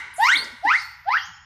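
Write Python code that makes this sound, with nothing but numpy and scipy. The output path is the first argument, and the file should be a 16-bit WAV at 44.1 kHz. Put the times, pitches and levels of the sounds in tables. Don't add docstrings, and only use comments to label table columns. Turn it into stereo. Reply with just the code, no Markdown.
import sys
import numpy as np
from scipy import signal
from scipy.fft import rfft, irfft
from scipy.io import wavfile
from scipy.ndimage import uniform_filter1d, minimum_filter1d

SR = 44100
rng = np.random.default_rng(int(sys.argv[2]) if len(sys.argv) > 2 else 0)


def level_to_linear(level):
    exponent = np.asarray(level, float) / 20
    return 10 ** exponent


def materialize(psi):
    bounded = np.clip(np.atleast_2d(psi).T, -1, 1)
    quanta = np.round(bounded * 32767).astype(np.int16)
    wavfile.write(sys.argv[1], SR, quanta)


N = 63945
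LEAD = SR // 2


def evened(x):
    return x / np.sqrt(np.mean(x ** 2) + 1e-20)


def read(points, hz):
    f, value = np.transpose(points)
    return np.interp(np.log(hz + 1), np.log(f + 1), value)


def colour(x, db_of):
    size = x.shape[-1]
    return irfft(rfft(x) * level_to_linear(db_of(np.fft.rfftfreq(size, 1 / SR))), size)


def add(mix, s, sound):
    part = mix[LEAD + round(s * SR):][:len(sound)]
    part += sound[:len(part)]


def wobble(count, size):
    once = uniform_filter1d(rng.standard_normal(count), size)
    return evened(uniform_filter1d(once, size))


def background():
    # frequency in Hz, density in dB.
    hum_curve = [(15, -40), (30, -18), (60, 0), (97, -1), (137, -8), (220, -21), (350, -33), (700, -33)]
    # frequency in Hz, gain in dB.
    air_curve = [(700, -30), (1500, -3), (4000, -10), (6000, -18), (7000, -50), (11000, -46), (13000, -30),
                 (15000, -45)]
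    hum_db, air_db, same = -59.5, -66, 0.91
    a, b, c, d = rng.standard_normal((4, N))
    hum = np.array([a, same * a + np.sqrt(1 - same ** 2) * b])
    hum = colour(hum, lambda f: read(hum_curve, f) - 30 * (f > 800) - 30 * (f < 22))
    air = colour(np.array([c, d]), lambda f: read(air_curve, f))
    return level_to_linear(hum_db) * evened(hum) + level_to_linear(air_db) * evened(air)


def rustle(length_s, centre_hz, width_hz, db):
    grain_db = 2.5
    u = np.arange(0, length_s, 1 / SR) / length_s
    grains = rng.standard_normal(len(u)) * level_to_linear(grain_db * wobble(len(u), 80))
    band = colour(grains, lambda f: -6 * np.minimum(((f - centre_hz) / width_hz * 2) ** 2, 12))
    return level_to_linear(db) * np.sin(np.pi * u ** 0.43) * evened(band)


def rustles(mix):
    # start in seconds, length in seconds, centre in Hz, width in Hz.
    leaf_rows = [(.135, .08, 10300, 3500), (.16, .05, 7300, 1500), (.33, .14, 10500, 5000),
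                 (.44, .014, 6800, 2500), (.36, .2, 400, 500), (.74, .15, 8500, 5000),
                 (.2, .1, 12500, 3000), (.66, .11, 450, 400), (-.15, .2, 9000, 5000),
                 (1.09, .2, 12500, 2000), (1.11, .2, 4800, 2200), (.7, .17, 5000, 3000),
                 (-.1, .3, 400, 400), (1.085, .014, 10500, 7000), (.96, .12, 13000, 2000),
                 (.64, .18, 13000, 3000), (.64, .1, 9800, 2500), (.36, .04, 9000, 1200)]
    leaf_db = [-53, -52.5, -54.5, -48.5, -52.5, -60, -48.5, -58.5, -59, -64, -52, -48, -66.5, -64.5, -73.5,
               -67, -69.5, -46]
    for (s, *row), db in zip(leaf_rows, leaf_db):
        add(mix, s, rustle(*row, db + 7))


def glide(length_s, from_hz, to_hz, db, bend, over_db, jitter, swell):
    flutter_db, soft_s = 2, .005
    u = np.arange(0, length_s, 1 / SR) / length_s
    hz = (from_hz + (to_hz - from_hz) * u ** bend) * (1 + jitter * wobble(len(u), 40))
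    phase = 2 * np.pi * np.cumsum(hz) / SR
    tone = np.sin(phase)
    for k, harmonic_db in enumerate(over_db, 2):
        if k * to_hz < SR / 3:
            tone = tone + level_to_linear(harmonic_db) * np.sin(k * phase)
    arch = np.sqrt(np.sin(np.pi * u ** swell)) * np.minimum(u * length_s / soft_s, 1)
    return level_to_linear(db + flutter_db * wobble(len(u), 150)) * arch * np.sqrt(2) * tone


def wheezes(mix):
    # start in seconds, length in seconds, from Hz, to Hz, pitch jitter as a share.
    wheeze_rows = [(.768, .056, 3400, 5600, .035), (1.17, .026, 2500, 3350, .03),
                   (1.195, .08, 3700, 6800, .03), (1.27, .22, 6750, 6800, .008),
                   (1.33, .06, 5350, 5400, .015), (.438, .012, 5000, 5250, .035),
                   (.165, .05, 10330, 10380, .003)]
    wheeze_db = [-46, -39, -54, -74, -64, -46, -52]
    for (s, *row, jitter), db in zip(wheeze_rows, wheeze_db):
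        add(mix, s, glide(*row, db + 11, 0.58, [], jitter, 0.4))


def thuds(mix):
    # start in seconds, length in seconds, from Hz, to Hz.
    thud_rows = [(.342, .05, 400, 230), (.645, .034, 390, 250), (.39, .025, 420, 480),
                 (.525, .03, 260, 230), (1.28, .04, 190, 160)]
    thud_db = [-53, -47.5, -58.5, -58.5, -65]
    for (s, *row), db in zip(thud_rows, thud_db):
        add(mix, s, glide(*row, db, 0.57, [], 0.015, 0.47))


def squeaks(mix):
    # start in seconds, length in seconds, from Hz, to Hz, bend of the slide.
    squeak_rows = [
        (.349, .034, 3000, 4850, 1.05),
        (.381, .055, 3900, 4650, .5),
        (.812, .14, 4400, 4500, .7),
    ]
    squeak_db = [-23.5, -32, -50]
    # harmonic 2 in dB, harmonic 3 in dB.
    squeak_over_db = [
        [-32, -30],
        [-22, -28],
        [-25, -13],
    ]
    for (s, *row, bend), db, over_db in zip(squeak_rows, squeak_db, squeak_over_db):
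        add(mix, s, glide(*row, db, bend, over_db, .011, 0.14))


def overtones(hz, phase, harmonics_db, close_db, top_hz):
    # frequency in Hz, gain in dB.
    mouth = [(1200, 20.5), (1900, 10.5), (2600, 5), (3300, -4), (4300, -10.5), (5200, -2.5), (7000, -1.5),
             (12000, -1)]
    close_hz, high_fade, patchy_db = 1100, .8, 2
    thin_db = close_db * np.maximum(np.log2(hz / close_hz), 0)
    total = np.zeros(len(hz))
    for k, harmonic_db in enumerate(harmonics_db, 2):
        db = harmonic_db + read(mouth, k * hz) + thin_db * (2 + high_fade * (k - 4.5))
        if k == 2:
            db = db - 22 / (1 + (top_hz / (k * hz)) ** 14)
        else:
            db = db + patchy_db * wobble(len(hz), 300)
        total += level_to_linear(db) * np.sin(k * phase) * (k * hz < SR / 3)
    return total


def whoop(rows, pitch, harmonics_db, close_db, dull_db, top_hz, rasp):
    # frequency in Hz, gain in dB.
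    breath_curve = [(800, -20), (2000, 0), (5000, -0.5), (6500, -12.5), (8500, -2.5), (11000, -18),
                    (12500, -23), (14500, -16)]
    # time in seconds, half width in seconds, level change in dB.
    level_dips = [(.281, 0.0041, -9.5), (0.313, 0.0072, -12), (0.327, 0.0013, -4), (.698, 0.0015, -28),
                  (0.723, 0.0026, -2.5), (.737, 0.0029, 7.5), (1.101, 0.0033, -10.5), (1.133, 0.0015, -5.5),
                  (1.148, 0.001, -3), (1.167, 0.0011, -21)]
    jitter, breath_db, dull_hz = 0.014, -28, 6700
    swell_s, stop_s = .016, 0.0014
    s, db, over_db = np.transpose(rows)
    t = np.arange(s[0], s[-1], 1 / SR)
    hz = uniform_filter1d(np.interp(t, *np.transpose(pitch)), size=300, mode="nearest")
    hz = hz * (1 + jitter * wobble(len(t), 60))
    phase = 2 * np.pi * np.cumsum(hz) / SR

    over = overtones(hz, phase, harmonics_db, close_db, top_hz)
    rasp = rasp * np.clip(2 * np.log2(hz / 980), 0, 1)
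    over = over * (1 - rasp + rasp * wobble(len(t), 40))
    breath = evened(colour(rng.standard_normal(len(t)), lambda f: read(breath_curve, f)))

    level = level_to_linear(uniform_filter1d(np.interp(t, s, db), size=200, mode="nearest"))
    level = level * np.clip(np.minimum((s[-1] - t) / stop_s, (t - s[0]) / swell_s), 0, 1)
    for at_s, half_s, dip_db in level_dips:
        level = level * level_to_linear(dip_db * np.exp(-((t - at_s) / half_s) ** 2))
    voice = np.sin(phase) + level_to_linear(np.interp(t, s, over_db)) * over + level_to_linear(breath_db) * breath
    return colour(np.sqrt(2) * level * voice, lambda f: dull_db / (1 + (dull_hz / (f + 1)) ** 12))


def whoops(mix):
    # time in seconds, level in dB, overtone strength in dB.
    efforts = [
        [(.181, -22, -31), (.192, -29, -26), (.205, -24, -22.5), (.235, -21.5, -4.5), (.265, -25.5, 1.5),
         (.295, -16.5, -2), (.315, -15.5, 6), (.342, -18, 6), (.353, -29.5, -16)],
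        [(.622, -50.5, -51), (.64, -34, -53), (.655, -23.5, -23.5), (.68, -28, 1.5), (.7, -25, 2),
         (.72, -17.5, -8), (.735, -29.5, 9.5), (.75, -18, -1), (.768, -28.5, 8)],
        [(1.05, -53.5, -24), (1.068, -38.5, -24), (1.087, -23.5, -24.5), (1.105, -27, -8.5), (1.125, -28.5, -2),
         (1.145, -20, -5.5), (1.16, -24, -15), (1.172, -22, 7.5), (1.181, -28.5, 5)],
    ]
    # time in seconds, pitch in Hz.
    pitches = [
        [(.176, 600), (.197, 790), (.212, 860), (.247, 975), (.268, 1115), (.293, 1450), (.325, 1920),
         (.343, 2190), (.353, 2380)],
        [(.62, 590), (.634, 695), (.65, 805), (.672, 920), (.692, 1030), (.706, 1230), (.724, 1510),
         (.748, 1950), (.77, 2300)],
        [(1.048, 600), (1.065, 700), (1.087, 828), (1.107, 950), (1.123, 1060), (1.141, 1320), (1.161, 1690),
         (1.175, 1920), (1.184, 2120)],
    ]
    harmonic_rows = [
        [-7, -16, -4.5, -9.5, -21, -27, -40.5],
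        [-6, -18, -11, -19, -25.5, -33, -50.5],
        [-5.5, -17.5, -4.5, -19, -28.5, -21, -20],
    ]
    # overtone loss in dB per octave of rise, treble loss in dB,
    # Hz above which harmonic 2 dies, overtone rasp as a share.
    head_turns = [(-17, -3, 4600, .2), (-30, -11.5, 3400, .25), (-14, -66, 2800, .5)]
    earlier_s, earlier_db = -0.45, 2.5
    calls = list(zip(efforts, pitches, harmonic_rows, head_turns))
    for rows, pitch, harmonics_db, turn in calls:
        add(mix, rows[0][0], whoop(rows, pitch, harmonics_db, *turn))
    rows, pitch, harmonics_db, turn = calls[0]
    earlier = whoop(rows, pitch, harmonics_db, *turn)
    add(mix, rows[0][0] + earlier_s, level_to_linear(earlier_db) * earlier)


def leafy_tail():
    # frequency in Hz, t60 in seconds.
    decay = [(500, 0.6), (1300, 0.43), (3500, 0.43), (9000, 0.34)]
    start_s, far_db, far_t60_s = 0.0026, -20, 1.95
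    taps = np.zeros((2, SR))
    at = np.arange(0, SR - 20, 20) + rng.integers(0, 20, (2, (SR - 1) // 20))
    np.put_along_axis(taps, at, rng.choice([-1., 1.], at.shape), 1)
    hz, t, z = signal.stft(taps, SR, nperseg=256)
    fade = level_to_linear(-60 * t / read(decay, hz)[:, None]) + level_to_linear(far_db - 60 * t / far_t60_s)
    tail = signal.istft(z * fade * np.clip(t / start_s, 0, 1), SR, nperseg=256)[1][:, :SR]
    return colour(tail / np.linalg.norm(tail[0]), lambda f: -14 / (1 + (f / 520) ** 4))


def cage(x, direct_db):
    # delay in seconds, left in dB, right in dB.
    near = [(.0094, -39, -8.5), (0.0168, -8, -27.5), (0.02, -20, -47), (.031, -20, -16)]
    # left in dB, right in dB.
    ground_db = [-51, -15]
    ground_s, lag_s, tail_db = .00388, 0.00021, -10.5
    room = np.zeros((2, SR))
    room[1, 0] += 1
    room[0, round(lag_s * SR)] += 1
    room[:, round(ground_s * SR)] += level_to_linear(ground_db)
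    for s, left_db, right_db in near:
        room[:, round(s * SR)] += level_to_linear([left_db, right_db]) * rng.choice([-1, 1], 2)
    response = level_to_linear(direct_db) * room + level_to_linear(tail_db) * leafy_tail()
    return signal.fftconvolve(x[None], response, axes=1)[:, LEAD:LEAD + N] * level_to_linear(6.5)


def scene():
    hidden_db = -9
    mix, hidden = np.zeros((2, N + LEAD))
    rustles(hidden)
    wheezes(hidden)
    thuds(mix)
    squeaks(mix)
    whoops(mix)
    return background() + cage(hidden, hidden_db) + cage(mix, 0)


def face_right(x):
    # frequency in Hz, left minus right in dB.
    left_right = [(60, -2.5), (370, -0.5), (700, -3.5), (1250, -10.5), (2300, -17), (4200, -10.5),
                  (7750, -28.5), (14000, 8.5)]

    def gains_db(f):
        ratio = level_to_linear(read(left_right, f))
        return 20 * np.log10(np.array([2 * ratio, 2 + 0 * f]) / (1 + ratio))
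    return colour(np.pad(x, ((0, 0), (0, LEAD)), "reflect"), gains_db)[:, :N]


def limit(x):
    ceiling = .9
    gain = np.minimum(ceiling / (abs(x).max(0) + 1e-9), 1)
    return x * uniform_filter1d(minimum_filter1d(gain, size=401), size=200)


def gate(x):
    gate_hz, gate_db, mask_db, patchy_db = 6900, -95, -66, 4.5
    spared_hz, spared_db = 11500, -6

    def smooth(p):
        return uniform_filter1d(uniform_filter1d(p, size=7, axis=0), size=5, axis=1)
    hz, t, z = signal.stft(x, SR, nperseg=1024, noverlap=768)
    power = (abs(z) ** 2).mean(0)
    patches = rng.standard_normal(power.T.shape)
    patches = uniform_filter1d(uniform_filter1d(patches, size=6, axis=0), size=5, axis=1)
    local_db = 10 * np.log10(abs(smooth(power)) + 1e-20)
    bar_db = np.maximum(gate_db, 10 * np.log10(power.sum(0) + 1e-20) + mask_db)
    bar_db = bar_db + patchy_db * evened(patches).T + spared_db * (hz > spared_hz)[:, None]
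    kept = (local_db > bar_db) | (hz < gate_hz)[:, None]
    return signal.istft(z * kept, SR, nperseg=1024, noverlap=768)[1][:, :N]


def top_cut(x):
    return signal.sosfilt(signal.butter(12, 14700, fs=SR, output="sos"), x)


def record(dry):
    finished = gate(limit(face_right(dry)))
    return top_cut(finished)


dry = scene()
out = record(dry)
materialize(out)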